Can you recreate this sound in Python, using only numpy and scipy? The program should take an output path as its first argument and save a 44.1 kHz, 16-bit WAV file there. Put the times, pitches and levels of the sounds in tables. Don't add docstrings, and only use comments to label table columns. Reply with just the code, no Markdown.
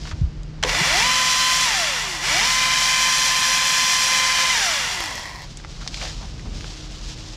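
import sys
import numpy as np
from scipy import signal
from scipy.fft import rfft, irfft, next_fast_len
from scipy.io import wavfile
from scipy.ndimage import uniform_filter1d

SR = 44100
rng = np.random.default_rng(int(sys.argv[2]) if len(sys.argv) > 2 else 0)


def output_pcm(signal):
    pcm = np.clip(np.atleast_2d(signal).T, -1, 1) * 32767
    wavfile.write(sys.argv[1], SR, np.round(pcm).astype(np.int16))


N = 324576
TIME = np.arange(N) / SR


def amp(db):
    return 10 ** (np.asarray(db) / 20)


def unit(x):
    return x / np.sqrt(np.mean(x ** 2))


def peak(x, db):
    return x * amp(db) / np.abs(x).max()


def place(s, x):
    return np.pad(x, (max(int(s * SR), 0), N))[:N]


def swell(s, length):
    return np.exp(-np.minimum(((TIME - s) / length) ** 2 / 2, 20))


def ramp(s, length):
    return np.clip((TIME - s) / length, 0, 1)


def curves(table):
    s, *columns = np.transpose(table)
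    return [np.interp(TIME, s, c) for c in columns]


def walk(rate):
    points = rng.standard_normal(N // 16)
    path = np.interp(TIME * rate, np.arange(len(points)), points)
    return unit(uniform_filter1d(path, max(int(SR / rate / 2), 1)))


def colour(x, points, resonances=()):
    size = next_fast_len(N + SR // 4, real=True) // 2 * 2
    hz = np.maximum(np.fft.rfftfreq(size, 1 / SR), 1)
    knots, db = np.transpose(points)
    db = np.interp(np.log(hz), np.log(knots), db)
    for centre, width, lift in resonances:
        db = db + lift / (1 + (2 * (hz - centre) / width) ** 2)
    cepstrum = irfft(np.log(amp(db)))
    cepstrum[1:size // 2] *= 2
    cepstrum[size // 2 + 1:] = 0
    return irfft(rfft(x, size) * np.exp(rfft(cepstrum)))[:N]


def ring(x, modes):
    out = 0
    for hz, db, t60 in modes:
        pole = np.exp((2j * np.pi * hz - np.log(1000) / t60) / SR)
        out = out + amp(db) * signal.lfilter([1], [1, -pole], x).imag
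    return out


def grains(rate, spread_db):
    chance = np.clip(rate / SR, 1e-5, 1)
    size = amp(spread_db * np.clip(rng.standard_normal(N), -2, 2)) * rng.choice([-1, 1], N)
    return unit((rng.random(N) < chance) * size / np.sqrt(chance))


def burst(t60, size=8192):
    return rng.standard_normal(size) * np.exp(-np.log(1000) * np.arange(size) / SR / t60)


def fade_db(hz, knee_hz, db_per_decade):
    return -db_per_decade * np.log10(1 + (knee_hz / hz) ** 4) / 4


# (frequency [Hz], relative level [dB per Hz])
YARD_AIR_COLOUR = [(35, -22), (60, -5), (96, -22), (149, -20.5), (359, -12.5), (3840, -25), (4960, -23.5),
                   (7030, -32), (12900, -64), (15500, -102)]
# (frequency [Hz], base level [dB], added once the microphone turns toward it [dB])
IDLE_TONES = [(43.8, -41.5, 2.5), (127.8, -49.5, 0.5), (153.7, -44.5, -6), (312, -57, 7)]
# (time [s], added level [dB])
IDLE_HEARD_CURVE = [(0, 5.5), (.7, 5), (1.2, -4.5), (2.5, -1), (4.9, -13), (5.6, -1), (7.36, 1)]


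def yard(air_db=-47):
    out = unit(colour(rng.standard_normal(N), YARD_AIR_COLOUR)) * amp(air_db + walk(2.4))
    heard_db = curves(IDLE_HEARD_CURVE)[0]
    facing = np.interp(TIME, [6.2, 6.7], [0, 1])
    for hz, db, facing_db in IDLE_TONES:
        phase = 2 * np.pi * np.cumsum(hz * (1 + 0.00885 * walk(12))) / SR
        level_db = db + heard_db + facing * facing_db + 1.05 * walk(9.4)
        out += np.sqrt(2) * np.sin(phase) * amp(level_db)
    return out


# (time [s], bass level before air_db is added [dB])
RUMBLE_CURVE = [(0.31, -37.5), (0.39, -40), (0.8, -38.5), (1.68, -58), (2.35, -47.5), (2.96, -58),
                (4.98, -46.5), (6.42, -36.5), (6.49, -30), (6.65, -39), (7.02, -41.5), (7.18, -38),
                (7.36, -44)]
# (frequency [Hz], relative level [dB per Hz])
RUMBLE_TINT = [(15, -15), (35, 7), (70, -0.5), (130, -7), (200, -10.5), (300, -19.5), (600, -28.5),
               (2000, -73)]
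# (time
# [s], level [dB], frequency [Hz], spread of the swell [s])
LOW_BUMPS = [(.04, -26, 50, .012), (.14, -22, 85, .012), (.188, -26, 55, .012), (.219, -9, 120, .004),
             (.242, -9, 66, .008), (.274, -22, 60, .01), (.817, -20, 160, .005)]


def handling(air_db=4):
    out = unit(colour(rng.standard_normal(N), RUMBLE_TINT)) * amp(curves(RUMBLE_CURVE)[0] + air_db)
    for s, db, hz, length in LOW_BUMPS:
        out += amp(db) * np.sin(2 * np.pi * hz * (TIME - s)) * swell(s, length)
    return out


def rustle(table, edge_s=0.094):
    first_s, last_s = table[0][0], table[-1][0]
    return amp(curves(table)[0]) * ramp(first_s - edge_s, edge_s) * (1 - ramp(last_s, edge_s))


# (time [s], level before flicker [dB])
GRAB_RUSTLE = [(0.0, -43.5), (0.122, -41.5), (0.132, -55), (0.2, -52)]
# (time [s], level before haul_db and flicker [dB])
HAUL_RUSTLE = [(5.45, -47), (5.628, -50), (5.88, -45), (6.02, -34.5), (6.1, -39), (6.15, -43.5),
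               (6.24, -44.5), (6.38, -50)]
# (time [s], level before lift_db and flicker [dB])
LIFT_RUSTLE = [(6.46, -46.5), (6.614, -41), (6.626, -44.5), (6.682, -41), (6.922, -44), (7.094, -39),
               (7.136, -43.5), (7.36, -44)]
# (frequency [Hz], relative level [dB per Hz])
LEAF_TINT = [(250, -38), (600, -4), (1200, -7), (2000, -5.5), (3200, 0.5), (5200, 2), (7000, -4),
             (9000, -17.5), (12000, -30.5), (15500, -37)]


def leaves(haul_db=2, lift_db=1, flicker_db=1.5):
    crackle = grains(1700, spread_db=4.2) + rng.standard_normal(N)
    brushing = rustle(GRAB_RUSTLE) + amp(haul_db) * rustle(HAUL_RUSTLE) + amp(lift_db) * rustle(LIFT_RUSTLE)
    return unit(colour(crackle, LEAF_TINT)) * brushing * amp(flicker_db * walk(45))


def soften(x):
    return signal.sosfilt(signal.butter(4, 6500, fs=SR, output="sos"), x)


# (time [s], peak level [dB], t60 [s], pitch of the wood [Hz])
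TWIG_SNAPS = [(0.054, -26, 0.073, 1180), (0.072, -27, 0.11, 1700), (0.112, -23, 0.1, 1260),
              (.433, -33, 0.014, 8000), (5.572, -22, 0.032, 7040), (5.6, -28, .02, 1590),
              (5.641, -29, .02, 1600), (5.648, -22, 0.045, 1300), (5.697, -33, .01, 3760),
              (5.864, -25.5, 0.022, 700), (5.876, -13, 0.04, 4460), (5.9435, -17.5, 0.025, 3600),
              (5.974, -24, .02, 2500), (6.016, -20.5, .02, 2000), (6.02, -23, 0.025, 2800),
              (6.026, -24, .015, 2200), (6.053, -23, 0.018, 1500), (6.082, -32, .015, 1500),
              (6.222, -40, 0.013, 1000), (6.252, -33, .02, 1390), (6.395, -28.5, 0.017, 1210),
              (6.457, -31, .02, 760), (6.609, -23, 0.017, 2580), (6.643, -24, 0.024, 1100),
              (6.808, -26, 0.016, 4000)]


def twigs():
    out = np.zeros(N)
    for s, db, t60, hz in TWIG_SNAPS:
        fracture = burst(t60) + 2 * burst(t60 / 5)
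        wood = signal.lfilter(*signal.iirpeak(min(hz, SR / 4), 1.2, fs=SR), fracture)
        out += place(s, peak(soften(wood), db))
    return out


# (pressed [s], released [s], first run-up [Hz per s], rise of the torque [s],
# extra clatter of the snatched slack [dB], whine [dB], octave of the link tone [dB])
TRIGGER_PULLS = [(.63, 1.648, 1458, 0.061, 8, -28, -6), (2.207, 4.523, 2375, 0.11, 3.5, -30, 1.5)]
KICK_HZ, RAMP_HZ_PER_S2 = 50.03, 3800
FULL_HZ, STIFF_HZ, LOOSEN_S = 1030, 40, .4
FRICTION_HZ_PER_S, DRAG_HZ = 485.6, 463.4


def motor():
    link_hz, torque = np.ones(N), np.zeros(N)
    since_first = np.maximum(TIME - TRIGGER_PULLS[0][0], 0)
    governed = FULL_HZ - STIFF_HZ * np.exp(-since_first / LOOSEN_S)
    for pressed, released, hz_per_s, rise_s, *_ in TRIGGER_PULLS:
        since = np.maximum(TIME - pressed, 0)
        from_hz = max(np.interp(pressed, TIME, link_hz), KICK_HZ)
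        free = from_hz + hz_per_s * since + RAMP_HZ_PER_S2 * since ** 2 / 2
        driven = free / (1 + (free / governed) ** 40) ** (1 / 40)
        coasted = np.maximum(TIME - released, 0)
        angle = np.arctan(np.interp(released, TIME, driven) / DRAG_HZ) - coasted * FRICTION_HZ_PER_S / DRAG_HZ
        coasting = np.maximum(DRAG_HZ * np.tan(np.maximum(angle, 0)), 1)
        link_hz = np.where(TIME < pressed, link_hz, np.where(TIME < released, driven, coasting))
        torque = torque + ramp(pressed, rise_s) / (1 + (free / governed) ** 8)
    return link_hz, torque


# (time [s], peak before the jolts are scaled together [dB], t60 [s])
DRIVE_JOLTS = [(.6275, -15, .04), (.6355, -6, .022), (.648, -20, .06), (.693, -12, .05), (.749, -13, .025)]


def start(lurch_from_hz=270, lurch_to_hz=545, lurch_db=-26):
    # (Hz, dB)
    knock = [(200, -23), (700, 6), (1300, 6), (3200, 6.5), (4500, 1), (6000, 0.5), (9000, -15), (15000, -39)]
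    jolts = colour(sum(place(s, peak(burst(t60), db)) for s, db, t60 in DRIVE_JOLTS), knock)
    clunk = ring(burst(t60=.07), [(530, 1, 0.049), (700, -2, .015), (980, 6, .011)])
    thud = place(.645, peak(clunk, db=-17))
    hz = lurch_from_hz + (lurch_to_hz - lurch_from_hz) * ramp(.653, .015)
    rough_phase = 2 * np.pi * np.cumsum(hz * (1 + .08 * walk(200))) / SR
    lurch = np.sin(rough_phase) * swell(.669, .008)
    return peak(jolts, db=-3.5) + thud + np.sqrt(2) * amp(lurch_db) * lurch


# (frequency [Hz], relative gain [dB], t60 [s])
TIGHT_BAR_MODES = [(2020, -3, 0.12), (2290, 4, .03), (2760, -16, .06)]
SING_DB, SING_KNEE_HZ = -26.5, 230


def sing(link_hz, torque):
    rubbing = ring(grains(4 * link_hz, spread_db=3.5), TIGHT_BAR_MODES)
    return unit(rubbing) * torque * amp(SING_DB + fade_db(link_hz, SING_KNEE_HZ, 30))


# (multiple of the shaft rate, relative level [dB], roughness [0-1],
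# extra while speeding up [dB], extra while coasting [dB])
SPROCKET_TONES = [(1, -22, .3, 13, 0), (1.475, -22, .4, 11, 0), (2.85, -28, .3, 20, 0),
                  (3.07, -19, .6, 3, 0), (6, -.7, .1, 1.5, 0), (7, -13, .25, 6, -2),
                  (9.07, -8.5, .35, -3, -5), (12, -.5, .25, -2, 5), (14, -16, .4, 12, 0),
                  (14.93, -10.5, .3, 10, 3), (17, -14, .5, 4, 0), (18, -1.3, .17, -2.5, -5),
                  (19, -11, .3, 1, -1), (21.1, -19, .4, 14, 4), (24, -6.5, .3, -4, -2), (30, -17, .5, 0, 1)]
# (frequency [Hz], gain [dB])
COVER_TINT = [(100, -4.5), (220, -1.5), (400, -1), (620, -1.5), (1030, 1.5), (3000, -1), (4200, 2)]
# (frequency [Hz], width [Hz], lift [dB])
COVER_RESONANCES = [(700, 140, 7), (834, 40, -5), (448, 82, -5), (335, 83, 6.5), (230, 75, 2.5),
                    (2005, 85, 0.5)]
TEETH = 6
WHINE_DB_PER_DECADE = 40
WHINE_TORQUE_HZ = 90


def whine(turns, link_hz, torque, level_db, octave_db):
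    accel = uniform_filter1d(np.gradient(link_hz) * SR, SR // 12)
    coasting = np.clip(-accel / 900, 0, 1)
    firm = np.maximum(np.clip(link_hz / 900, 0, 1) ** 2, .7 * torque)
    out = 0
    for multiple, db, rough, driving_db, coasting_db in SPROCKET_TONES:
        phase = 2 * np.pi * multiple * turns
        steady = np.sqrt(2 - 2 * rough ** 2) * np.sin(phase)
        flutter = walk(75) * np.sin(phase) + walk(75) * np.cos(phase)
        weight = 1 if multiple == TEETH else firm
        if multiple == 2 * TEETH:
            weight = weight * amp(octave_db)
        tone_db = db + torque * driving_db + coasting * coasting_db
        out = out + amp(tone_db) * weight * (steady + rough * flutter)
    seating_db = WHINE_DB_PER_DECADE * np.log10((link_hz + WHINE_TORQUE_HZ * torque) / FULL_HZ)
    return colour(out * amp(level_db + seating_db + 0.64 * walk(12)), COVER_TINT, COVER_RESONANCES)


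LOOP_LINKS = 52


def loop_ticks(turns, count=520):
    laps = turns * TEETH / LOOP_LINKS
    spot = (np.arange(count) + rng.random(count)) / count
    sign = rng.choice([-1., 1.], count)
    lap = np.arange(int(laps[-1]) + 1)[:, None]
    at = np.interp(lap + spot, laps, np.arange(N), right=N).ravel()
    size = np.tile(sign, len(lap))
    sample, fraction = at.astype(int), at % 1
    ticks = np.bincount(sample, size * (1 - fraction), N + 2)
    ticks = ticks + np.bincount(sample + 1, size * fraction, N + 2)
    return unit(ticks[:N] / np.sqrt(np.gradient(laps)))


def glance(x, lag_ms=1.389, sway=0.086, share=0.26):
    lag = lag_ms / 1000 * (1 + sway * walk(1))
    return x + share * np.interp(TIME - lag, TIME, x)


# (multiple of the shaft rate, width [Hz], level relative to the rattle [dB])
CHURN_BANDS = [(3.072, 53, -27.5), (10.38, 130, -19.5), (14.11, 110, -15.5), (15.47, 70, -24.5),
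               (17.9, 120, -14), (23.48, 140, -15.5), (28.84, 190, -18)]


def churn(turns):
    out = 0
    for multiple, width_hz, db in CHURN_BANDS:
        phase = 2 * np.pi * multiple * turns
        out = out + amp(db) * unit(walk(width_hz) * np.sin(phase) + walk(width_hz) * np.cos(phase))
    return out


# (frequency [Hz], relative level [dB per Hz])
CHAIN_TINT = [(60, -15.5), (200, -8), (400, -27.5), (650, -11.5), (1000, -0.5), (1500, -4.5), (2500, -1),
              (4000, -2.5), (6000, -2.5), (7500, -3.5), (8800, -11.5), (11500, -18), (14500, -26.5),
              (15800, -28)]
# (frequency [Hz], width [Hz], lift [dB])
HOUSING_RESONANCES = [(550, 59, 7), (700, 81, 3.5), (810, 43, -5.5), (1346, 54, 2.5), (1751, 204, 9.5),
                      (1976, 89, 4), (2060, 76, 6), (2387, 160, 6.5), (2800, 91, 3), (3290, 750, 5),
                      (3500, 290, 1.5), (4280, 180, 2), (4680, 300, 5), (5180, 160, 6), (5770, 690, 7),
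                      (7060, 450, 2.5), (9930, 960, 5), (10600, 400, 0.5), (12800, 910, 5.5)]
RATTLE_DB, RATTLE_KNEE_HZ, RATTLE_DB_PER_DECADE, RATTLE_TORQUE_DB, RATTLE_BITE_DB = -22.5, 570, 38, 0.44, -0.9
RATTLE_TORQUE_HZ = 280
HISS_DB, HISS_SPEED_DB, HISS_BITE_DB = -2.5, 2, 3.5


def rattle(turns, link_hz, torque, bite, link_depth=0.33, shaft_depth=0.083, flicker_db=0.68):
    rattle_db = RATTLE_DB + RATTLE_TORQUE_DB * torque + RATTLE_BITE_DB * bite
    rattle_db = rattle_db + fade_db(link_hz + RATTLE_TORQUE_HZ * torque, RATTLE_KNEE_HZ, RATTLE_DB_PER_DECADE)
    hiss_db = HISS_DB + HISS_SPEED_DB * (link_hz / FULL_HZ) ** 2 + HISS_BITE_DB * bite
    link_bunch = 1 + link_depth * np.cos(2 * np.pi * TEETH * turns)
    shaft_bunch = 1 + shaft_depth * np.cos(2 * np.pi * turns)
    loose = np.minimum(.2 + .42 * (link_hz / FULL_HZ) ** 6 + .25 * bite, .95)
    chance_ticks = grains(8 * link_hz ** 2 / FULL_HZ + 300, spread_db=1.5)
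    scrape = .24 * rng.standard_normal(N)
    ticks = np.sqrt(1 - loose) * loop_ticks(turns) + np.sqrt(loose) * chance_ticks + scrape
    body = glance(colour(ticks * link_bunch * shaft_bunch, CHAIN_TINT, HOUSING_RESONANCES))
    low = signal.sosfiltfilt(signal.butter(3, 3800, fs=SR, output="sos"), body)
    hiss = amp(hiss_db + flicker_db * walk(25.12)) * unit(body - low)
    return (unit(low) + hiss + churn(turns)) * amp(rattle_db)


# (frequency [Hz], relative gain [dB], t60 [s])
BAR_MODES = [(788, -9.5, 0.063), (994, 5, 0.014), (1057, 7.5, 0.016), (1780, -2, 0.021),
             (1954, 10.5, 0.024), (2140, 0, 0.023), (2730, -11, 0.045), (3380, -5, .01), (4180, 8, .008),
             (4650, 9, 0.0045), (5240, 7, .0061)]
# (time [s], peak level [dB])
COASTING_SLAPS = [(1.89, -23), (2.007, -22), (5.005, -12), (5.039, -20), (5.059, -14), (5.110, -23),
                  (5.156, -18), (5.194, -25), (5.235, -29), (5.265, -28), (5.421, -28)]
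SLACK_DB, SLACK_KNEE_HZ, SLACK_DB_PER_DECADE, TAUT_DB = -34, 200, 17, -5
SLACK_STOP_HZ = 78.6
BAR_CUTOFF_HZ = 660


def clatter(turns, link_hz, snatch_db):
    taut = (link_hz / FULL_HZ) ** 10
    slack_db = SLACK_DB + snatch_db + TAUT_DB * taut + fade_db(link_hz, SLACK_KNEE_HZ, SLACK_DB_PER_DECADE)
    moving = 1 / (1 + (SLACK_STOP_HZ / link_hz) ** 12)
    slaps = .7 * loop_ticks(turns, count=2 * LOOP_LINKS) + grains(.6 * link_hz + 120, spread_db=4)
    radiation = signal.butter(5, BAR_CUTOFF_HZ, "high", fs=SR, output="sos")
    out = unit(signal.sosfilt(radiation, ring(slaps, BAR_MODES))) * amp(slack_db) * moving
    steel = signal.butter(2, [1500, 7000], "band", fs=SR, output="sos")
    for s, db in COASTING_SLAPS:
        contact = burst(t60=.005)
        slap = unit(ring(contact, BAR_MODES)) + unit(signal.sosfilt(steel, contact))
        out += place(s, peak(slap, db))
    return out


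# (start [s], through [s], depth if fully sunk in [0-1])
WOOD_CUTS = [(1.12, 1.574, 0.86), (2.7, 4.09, 0.7)]
BITE_S, FREE_S = 0.58, 0.067
WHINE_BITE_DB, OCTAVE_BITE_DB = -0.5, -4


def saw():
    link_hz, torque = motor()
    link_hz = link_hz * (1 + .001 * walk(12) + .0006 * walk(2))
    turns = np.cumsum(link_hz) / SR / TEETH
    pulls = np.array(TRIGGER_PULLS)
    latest_pull = np.maximum(np.searchsorted(pulls[:, 0], TIME) - 1, 0)
    *_, snatch_db, whine_db, octave_db = pulls[latest_pull].T
    bite = sum(depth * ramp(s, BITE_S) * (1 - ramp(through, FREE_S)) for s, through, depth in WOOD_CUTS)
    tones = whine(turns, link_hz, torque, whine_db + WHINE_BITE_DB * bite, octave_db + OCTAVE_BITE_DB * bite)
    chain = rattle(turns, link_hz, torque, bite) + clatter(turns, link_hz, snatch_db * torque)
    return start() + sing(link_hz, torque) + tones + chain


# (time [s], spread of the swell [s], level [dB], pitch of the wood [Hz])
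BRANCH_DRAGS = [(5.823, 0.0075, -40, 1400), (6.018, 0.0075, -36, 1500), (6.045, 0.027, -37, 637),
                (6.08, 0.025, -43, 1700), (6.227, 0.025, -43, 825), (6.468, 0.013, -45, 880)]


def drags():
    slips = soften(grains(900, spread_db=1.5))
    out = np.zeros(N)
    for s, length, db, hz in BRANCH_DRAGS:
        wood = signal.lfilter(*signal.iirpeak(hz, 2.5, fs=SR), slips)
        out += unit(wood) * swell(s, length) * amp(db)
    return out


# (frequency [Hz], side relative to mid [dB])
STEREO_WIDTH = [(2500, -83), (5000, -58.5), (9500, -57), (11000, -15), (12500, 2), (15500, -3)]


def scene():
    mid = yard() + handling() + leaves() + twigs() + saw() + drags()
    side = colour(place(.004, mid), STEREO_WIDTH)
    return np.array([mid + side, mid - side])


TOP_HZ = 15600


def record(dry):
    dry = signal.sosfilt(signal.butter(3, 24, "high", fs=SR, output="sos"), dry)
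    dry = .8 * np.tanh(dry / .8)
    return signal.sosfilt(signal.ellip(10, .2, 80, TOP_HZ, fs=SR, output="sos"), dry)


dry = scene()
out = record(dry)
output_pcm(out)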